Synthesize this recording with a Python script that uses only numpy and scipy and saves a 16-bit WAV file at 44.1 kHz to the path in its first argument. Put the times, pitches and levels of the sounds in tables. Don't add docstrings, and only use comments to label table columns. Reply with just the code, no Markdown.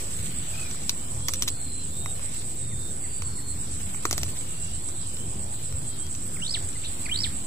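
import sys
import numpy as np
from scipy import signal
from scipy.fft import rfft, irfft
from scipy.io import wavfile
from scipy.ndimage import uniform_filter1d

SR = 44100
rng = np.random.default_rng(int(sys.argv[2]) if len(sys.argv) > 2 else 0)


def field_ratio(decibels):
    return 10 ** (np.asarray(decibels, dtype=float) / 20)


def generate_wav(sig):
    pcm = np.round(np.clip(np.atleast_2d(sig).T, -1, 1) * 32767).astype(np.int16)
    wavfile.write(sys.argv[1], SR, pcm)


N = 328986
HZ = np.fft.rfftfreq(N, 1 / SR)
TIME = np.arange(N) / SR


def cicadas():
    song_db, throb_fill, burst_fill = -35, 0.5, 0.75
    singer_pan_db, chorus_db, chorus_pan_db = -6.5, -2.5, -4
    # throbs_per_s, first_throb_s, bursts_per_s
    singers = [
        (8.747, .06, 140.4),
        (7.955, .11, 132.4),
        (8.9, .039, 140.6),
    ]
    singer_db = [-5.5, -7, -9]
    # centre_hz, width_hz, level_db
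    tymbal = [(7988, 500, -1.5), (7824, 1350, -2)]
    # centre_hz, width_hz, level_db
    katydid = [(10090, 460, -14), (10570, 510, -16.5)]
    close = 0
    for (rate_hz, first_s, burst_hz), db in zip(singers, singer_db):
        cycle = 2 * np.pi * rate_hz * (TIME - first_s) + 0.3 * walk(4)
        throb = np.clip(throb_fill + np.cos(cycle), 0, None)
        burst = np.exp(-(burst_hz * TIME + 0.08 * walk(3)) % 1 / burst_fill)
        noise = rng.standard_normal((3, N))
        voice = throb * burst * (0.34 * noise[0] + 0.59 * noise[1:])
        close = close + field_ratio(db + 1.26 * walk(3.01)) * unit(voice)
    noise = rng.standard_normal((4, N))
    chorus = field_ratio(chorus_db + 0.49 * walk(4.3)) * sides(chorus_pan_db) * noise[:2]
    song = ring(ports(close, left_lag=-4) * sides(singer_pan_db) + chorus, tymbal, order=3)
    song = song + ring(noise[2:], katydid, order=3) * sides(2.0)
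    return field_ratio(song_db) * unit(song)


def handling():
    # start_s, metal_db, wood_minus_metal_db, rattle_ms
    reel = [(0.8939, -15, -27, 1.23), (1.2838, -17.5, -19, 1.35), (1.2895, -29.5, -6.5, 2.4),
            (1.3361, -19, -20, 1.04), (1.3428, -31, -15, .92), (1.3564, -34, -23, 1.5),
            (1.4225, -15.5, -18, 0.81), (1.4271, -28, -20, 1.3), (1.432, -27, -17, 1.2),
            (1.4765, -25, -14, 0.8), (1.4803, -19, -25, 0.62), (1.4852, -19.5, -16, 0.81)]
    # start_s, metal_db, wood_minus_metal_db, rattle_ms
    bolt = [
        (4.052, -23, 2.5, 2.46),
        (4.1104, -19, -9.5, 1.18),
        (4.1276, -20.5, -25, 1.66),
        (4.133, -37, -6, 1.6),
        (4.179, -20, -13, 0.96),
        (4.2144, -38, -13, 1.2),
        (4.2324, -20.5, -16, 0.92),
        (4.2634, -40, -7, 2.4),
    ]
    # start_s, metal_db, wood_minus_metal_db, fizz_minus_metal_db
    taps = [(.5977, -43.5, -5, -21), (0.7108, -34, -18, -26), (.745, -43, -4, -20), (1.2042, -41, -10, -17),
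            (2.0591, -33.5, -0.8, -29), (2.194, -45, 0, -17), (2.2288, -41.5, -7, -24),
            (2.977, -44, -22, -11), (3.2205, -33, -5, -23), (3.5854, -54, -12, -9), (3.8394, -45, -4, -17),
            (3.9454, -42, 0, -18), (4.8874, -37, -10, -12), (5.168, -34, -23, -12), (5.7244, -35, -15, -8),
            (6.0654, -36.5, -22, -22), (6.15, -36, -24, -19), (6.729, -40, -15, -21),
            (6.8467, -37, -24, -21)]
    # centre_hz, width_hz, level_db
    metal = [(5760, 440, -4.5), (4400, 1260, -12), (3460, 2160, -14), (6940, 820, -13), (9240, 340, -9.5)]
    # centre_hz, width_hz, level_db
    wood = [(1150, 610, 3.5), (747, 300, -9), (2200, 1100, 2.5), (430, 290, -7.5)]
    # centre_hz, width_hz, level_db
    fizz = [(10500, 3000, 0), (14000, 4000, -4)]
    # centre_hz, width_hz, level_db
    stock = [(640, 400, 0.11), (372, 260, -2.1)]
    reel_fizz_db, bolt_fizz_db, stock_db, tap_ms = -22, -23, -9, 1.42
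    reel_pan_db, bolt_pan_db, tap_pan_db = -1, 0.6, -2.5
    clicks = [(s, db, wood_db, reel_fizz_db, ms, reel_pan_db, 0) for s, db, wood_db, ms in reel]
    clicks += [(s, db, wood_db, bolt_fizz_db, ms, bolt_pan_db, field_ratio(stock_db)) for s, db, wood_db, ms in bolt]
    clicks += [(s, db, wood_db, fizz_db, tap_ms, tap_pan_db, 0) for s, db, wood_db, fizz_db in taps]
    t = TIME[:600]
    push = np.zeros((4, 2, N))
    for s, db, wood_db, fizz_db, ms, pan_db, thud in clicks:
        noise = rng.standard_normal((3, len(t)))
        i = int(s * SR)
        rattle = t / ms / 0.00075 * np.exp(1 - t / ms / 0.00063) + 0.3 * np.exp(-t / 0.0077)
        grit = rattle * (noise[0] + 0.51 * noise[1:])
        knock = np.exp(-((t / ms - 0.0006) / 0.00008) ** 2) + 0.16 * grit
        parts = np.array([grit, field_ratio(wood_db) * knock, field_ratio(fizz_db) * grit, thud * knock])
        push[:, :, i:i + len(t)] += field_ratio(db) * sides(pan_db) * parts
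    sound = field_ratio(13) * ring(push[0], metal, order=1)
    sound = sound + field_ratio(19.5) * ring(push[1], wood, order=2)
    sound = sound + field_ratio(-17) * ring(push[2], fizz, order=2)
    sound = sound + field_ratio(20.5) * ring(push[3], stock, order=2)
    return scatter(ports(sound, left_lag=-6), 0.08, -13)


def near_bird():
    pan_db_per_khz = -0.96
    phrase = [(0, .021, 2910, 1690, -36.5), (.028, .026, 1260, 2500, -40), (0.057, 0.0298, 2720, 3430, -25),
              (.088, .011, 3600, 3780, -27.5), (0.103, 0.01, 3450, 4220, -24),
              (0.118, 0.0104, 4060, 4850, -27.5), (0.134, 0.0087, 4100, 4900, -23.5),
              (.148, .012, 4400, 5750, -24), (0.163, .014, 5440, 4930, -28), (0.178, .023, 5180, 2480, -22),
              (0.191, 0.035, 2815, 1294, -38)]
    # start_s, pace, pitch_factor, level_db, swell_db
    songs = [
        (6.358, .997, .98, -3, 5),
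        (7.052, 1.003, 1.02, 1.5, -2.5),
    ]
    # start_s, length_s, from_hz, to_hz, level_db
    chips = [(6.834, .012, 1870, 4100, -38.5), (6.84, .03, 2500, 3300, -42), (6.845, .03, 4500, 3900, -42),
             (6.843, .012, 3500, 4100, -35), (6.853, .012, 3900, 3300, -36), (6.864, .012, 3300, 4000, -37),
             (6.75, .025, 2050, 2000, -46), (7.053, .016, 5000, 4150, -39), (7.091, .016, 2430, 2300, -31),
             (2.705, .04, 2250, 1750, -50), (3.03, .04, 2250, 1800, -50), (3.37, .04, 2200, 1750, -51)]
    notes = []
    for s, pace, key, song_db, swell_db in songs:
        for at, length, from_hz, to_hz, db in phrase:
            note_db = db + song_db + swell_db * (at / phrase[-1][0] - 0.5)
            notes.append((s + pace * at, length, key * from_hz, key * to_hz, note_db))
    out, waver = np.zeros((2, N)), 0.43 * walk(300)
    for s, length, from_hz, to_hz, db in notes + list(chips):
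        span, phase, swell = whistle(s, length, [from_hz, to_hz], 0.59, waver)
        pan_db = pan_db_per_khz * (from_hz + to_hz) / 2000
        out[:, span] += swell * np.sin(phase) * field_ratio(db) * sides(pan_db)
    return scatter(ports(out, left_lag=20), 0.21, -9.5)


def far_birds():
    # start_s, length_s, from_hz, middle_hz, to_hz
    across_pond = [
        (1.19, .1, 3280, 3330, 3350),
        (1.5, .345, 4400, 4170, 4080),
        (1.92, .2, 3560, 3720, 3785),
        (3.27, .28, 4370, 4270, 4270),
    ]
    # start_s, length_s, from_hz, middle_hz, to_hz
    in_trees = [
        (1.12, .3, 515, 525, 520),
        (2.14, .03, 3950, 4150, 4300),
        (2.55, .37, 3900, 3630, 3710),
        (3.0, .3, 4430, 4650, 4340),
        (4.38, .4, 3100, 2780, 3030),
        (4.98, .27, 3420, 3020, 3150),
        (5.83, .26, 3350, 3220, 3320),
    ]
    # start_s, length_s, from_hz, middle_hz, to_hz
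    beyond = [
        (.55, .16, 3600, 4900, 6500),
        (.96, .16, 3050, 3050, 3130),
    ]
    distance_db = [-46.5, -50.5, -52]
    # start_s, end_s, trill_hz
    trills = [
        (.55, .72, 45.6),
        (1.49, 1.88, 52),
        (2.503, 2.708, 55),
        (3.0, 3.424, 60),
        (4.303, 5.3, 55),
    ]
    # start_s, length_s, top_hz, level_db
    squeaks = [
        (0.534, 0.029, 2490, -43),
        (0.574, 0.03, 2590, -41),
        (0.611, .03, 2570, -41.5),
        (.649, .028, 2450, -43),
        (.697, .014, 2320, -53),
    ]
    squeak_arch = 0.076
    far, squeak, waver, gate = np.zeros(N), np.zeros(N), 0.85 * walk(90), np.ones(N)
    for start, end, hz in trills:
        trill = 0.25 + 1.35 * np.sin(np.pi * hz * TIME) ** 2
        gate = np.where((TIME > start) & (TIME < end), trill, gate)
    for db, calls in zip(distance_db, (across_pond, in_trees, beyond)):
        for s, length, *glide_hz in calls:
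            span, phase, swell = whistle(s, length, glide_hz, 0.1, waver)
            far[span] += field_ratio(db + np.linspace(-6, 2.5, len(swell))) * swell * np.sin(phase)
    for s, length, hz, db in squeaks:
        glide_hz = hz * (1 - squeak_arch * np.array([1, 0, 1]))
        span, phase, swell = whistle(s, length, glide_hz, 0.34, waver)
        squeak[span] += field_ratio(db) * swell * (np.sin(phase) + 0.14 * np.sin(phase / 2))
    both = ports(np.array([gate * far] * 2), left_lag=-10) + squeak * sides(5)
    return scatter(both, 0.25, -9)


def rustle():
    # middle_s, length_s, level_db
    moves = [
        (0, 0.04, -40.5),
        (0.44, 1.14, -51.5),
        (1.405, .12, -53.5),
        (2.35, 0.34, -51.5),
        (3.9, 0.48, -52.5),
        (4.35, 0.52, -52.5),
        (5.6, 1.4, -58.5),
        (7.1, 1, -54.5),
    ]
    # centre_hz, width_hz, level_db
    cloth = [(1530, 4100, -5.5), (3250, 4100, 7.5), (6270, 880, 5.5), (12600, 11000, -1.5)]
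    power = sum(field_ratio(2 * db) * np.exp(-(2 * (TIME - s) / length) ** 2) for s, length, db in moves)
    noise = rng.standard_normal((3, N))
    grains = np.sqrt(power) * field_ratio(2.5 * walk(150)) * (0.7 * noise[0] + noise[1:])
    return ring(ports(grains, left_lag=-5), cloth, order=1)


def air():
    # freq_hz, density_db_per_hz
    density = [(22, -23), (38, -5.5), (52, -5), (72, 2), (105, -2), (190, -9.5), (420, -19.5), (800, -28.5),
               (1800, -32.5), (4300, -29.5), (6400, -32), (9500, -33.5), (11500, -36.5), (15400, -37)]
    # freq_hz, side_minus_mid_db
    spread = [(60, -33), (110, -16), (200, -10.5), (380, -6), (700, 1.5), (1290, 1), (2380, -1.5),
              (4400, 0), (8120, 0), (15000, -0.5)]
    # freq_hz, left_minus_right_db
    balance = [(60, 0.0), (110, 1), (200, 1.0), (380, 2), (700, 1), (1290, -0.5), (2380, 0.5), (4400, -1),
               (8120, 7.5), (15000, -2.5)]
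    # peak_s, over_lull_db
    surges = [(.2, 9.5), (1.18, 12), (1.49, 3.5), (1.99, 4.5), (2.7, 9), (3.28, 7), (3.57, 3), (3.8, 5.5),
              (4.22, 11.5), (4.68, 5), (5.28, 8), (5.72, 11), (6.65, 4), (7.21, 10)]
    air_db, rise_s, fall_s = -36.5, 0.078, 0.13
    mid, side = rfft(rng.standard_normal((2, N))) * field_ratio(on_log_axis(density))
    side = side * field_ratio(on_log_axis(spread))
    lean = field_ratio(on_log_axis(balance) / 2)
    pair = np.array([(mid + side) * lean, (mid - side) / lean])
    traffic = sum(db * np.exp(-((TIME - s) / np.where(TIME < s, rise_s, fall_s)) ** 2) for s, db in surges)
    traffic = traffic - np.mean(traffic)
    breeze, out = walk(1.75), 0
    for octave in np.arange(4, 14.6, 0.5):
        band = np.cos(np.pi * np.clip(np.log2(HZ + 1) - octave, -0.5, 0.5)) ** 2
        swing_db = 0.58 * traffic if octave < 7.2 else 0.5 * breeze + 2.3 * walk(9)
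        out = out + field_ratio(swing_db) * irfft(pair * band, N)
    return field_ratio(air_db) * unit(out)


def whistle(s, length, glide_hz, taper, waver):
    i, n = int(s * SR), int(length * SR)
    bend = np.polyfit(np.linspace(0, 1, len(glide_hz)), glide_hz, len(glide_hz) - 1)
    pitch_hz = np.polyval(bend, np.linspace(0, 1, n))
    phase = 2 * np.pi * np.cumsum(pitch_hz) / SR + waver[i:i + n]
    return slice(i, i + n), phase, signal.windows.tukey(n, min(taper, 1))


def ring(x, modes, order):
    gain = 0
    for f, w, db in modes:
        gain = gain + field_ratio(db) * (1j * HZ * w / (f * f - HZ * HZ + 1j * HZ * w)) ** order
    return irfft(rfft(x) * gain, N)


def scatter(x, t60_s, db):
    t = TIME[:SR // 2]
    decay = np.exp(-np.log(1000) * t / t60_s) * (1 - np.exp(-t / 0.0019))
    tail = rng.standard_normal((2, len(t))) * decay
    tail = tail / np.sqrt(np.sum(tail[0] ** 2))
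    return x + field_ratio(db) * signal.fftconvolve(x, tail, axes=1)[:, :N]


def ports(x, left_lag):
    return np.array([np.roll(x[0], int(left_lag)), x[1]])


def sides(pan_db):
    return field_ratio(np.array([[0.5], [-0.5]]) * pan_db)


def walk(rate_hz):
    k = int(SR / rate_hz)
    held = np.repeat(rng.standard_normal(N // k + 1), k)
    return 1.3 * uniform_filter1d(uniform_filter1d(held, k), k)[:N]


def on_log_axis(table):
    hz, value = np.transpose(table)
    return np.interp(np.log(HZ + 1), np.log(hz + 1), value)


def unit(x):
    return x / np.sqrt(np.mean(x ** 2))


def scene():
    return cicadas() + handling() + near_bird() + far_birds() + rustle() + air()


def mute_patches(x):
    # freq_hz, share
    muted_share = [(1200, 0), (3000, .15), (5500, .38), (6450, .65), (7000, .05), (8800, .05), (9300, .55),
                   (9600, .92), (9850, .2), (10700, .25), (11100, .85), (11800, .6), (15400, .45)]
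    hz, _, z = signal.stft(x, SR, nperseg=2048)
    power = uniform_filter1d(np.mean(np.abs(z) ** 2, axis=0), size=9, axis=0)
    weak = power < field_ratio(7) * np.median(power, axis=1, keepdims=True)
    chance = uniform_filter1d(rng.standard_normal(power.shape), size=9, axis=0)
    chance = uniform_filter1d(chance, size=2, axis=1)
    rank = chance.argsort(axis=1).argsort(axis=1) / chance.shape[1]
    muted = weak & (rank < np.interp(hz, *np.transpose(muted_share))[:, None])
    return signal.istft(z * ~muted, SR, nperseg=2048)[1][:, :N]


def band_limit(x):
    return signal.sosfilt(signal.butter(12, 16650, fs=SR, output="sos"), x)


def record(dry):
    top_hz, offset = 15480, 0.029
    top_cut = signal.ellip(12, 0.3, 60, top_hz, fs=SR, output="sos")
    return band_limit(signal.sosfilt(top_cut, mute_patches(dry)) + offset)


dry = scene()
out = record(dry)
generate_wav(out)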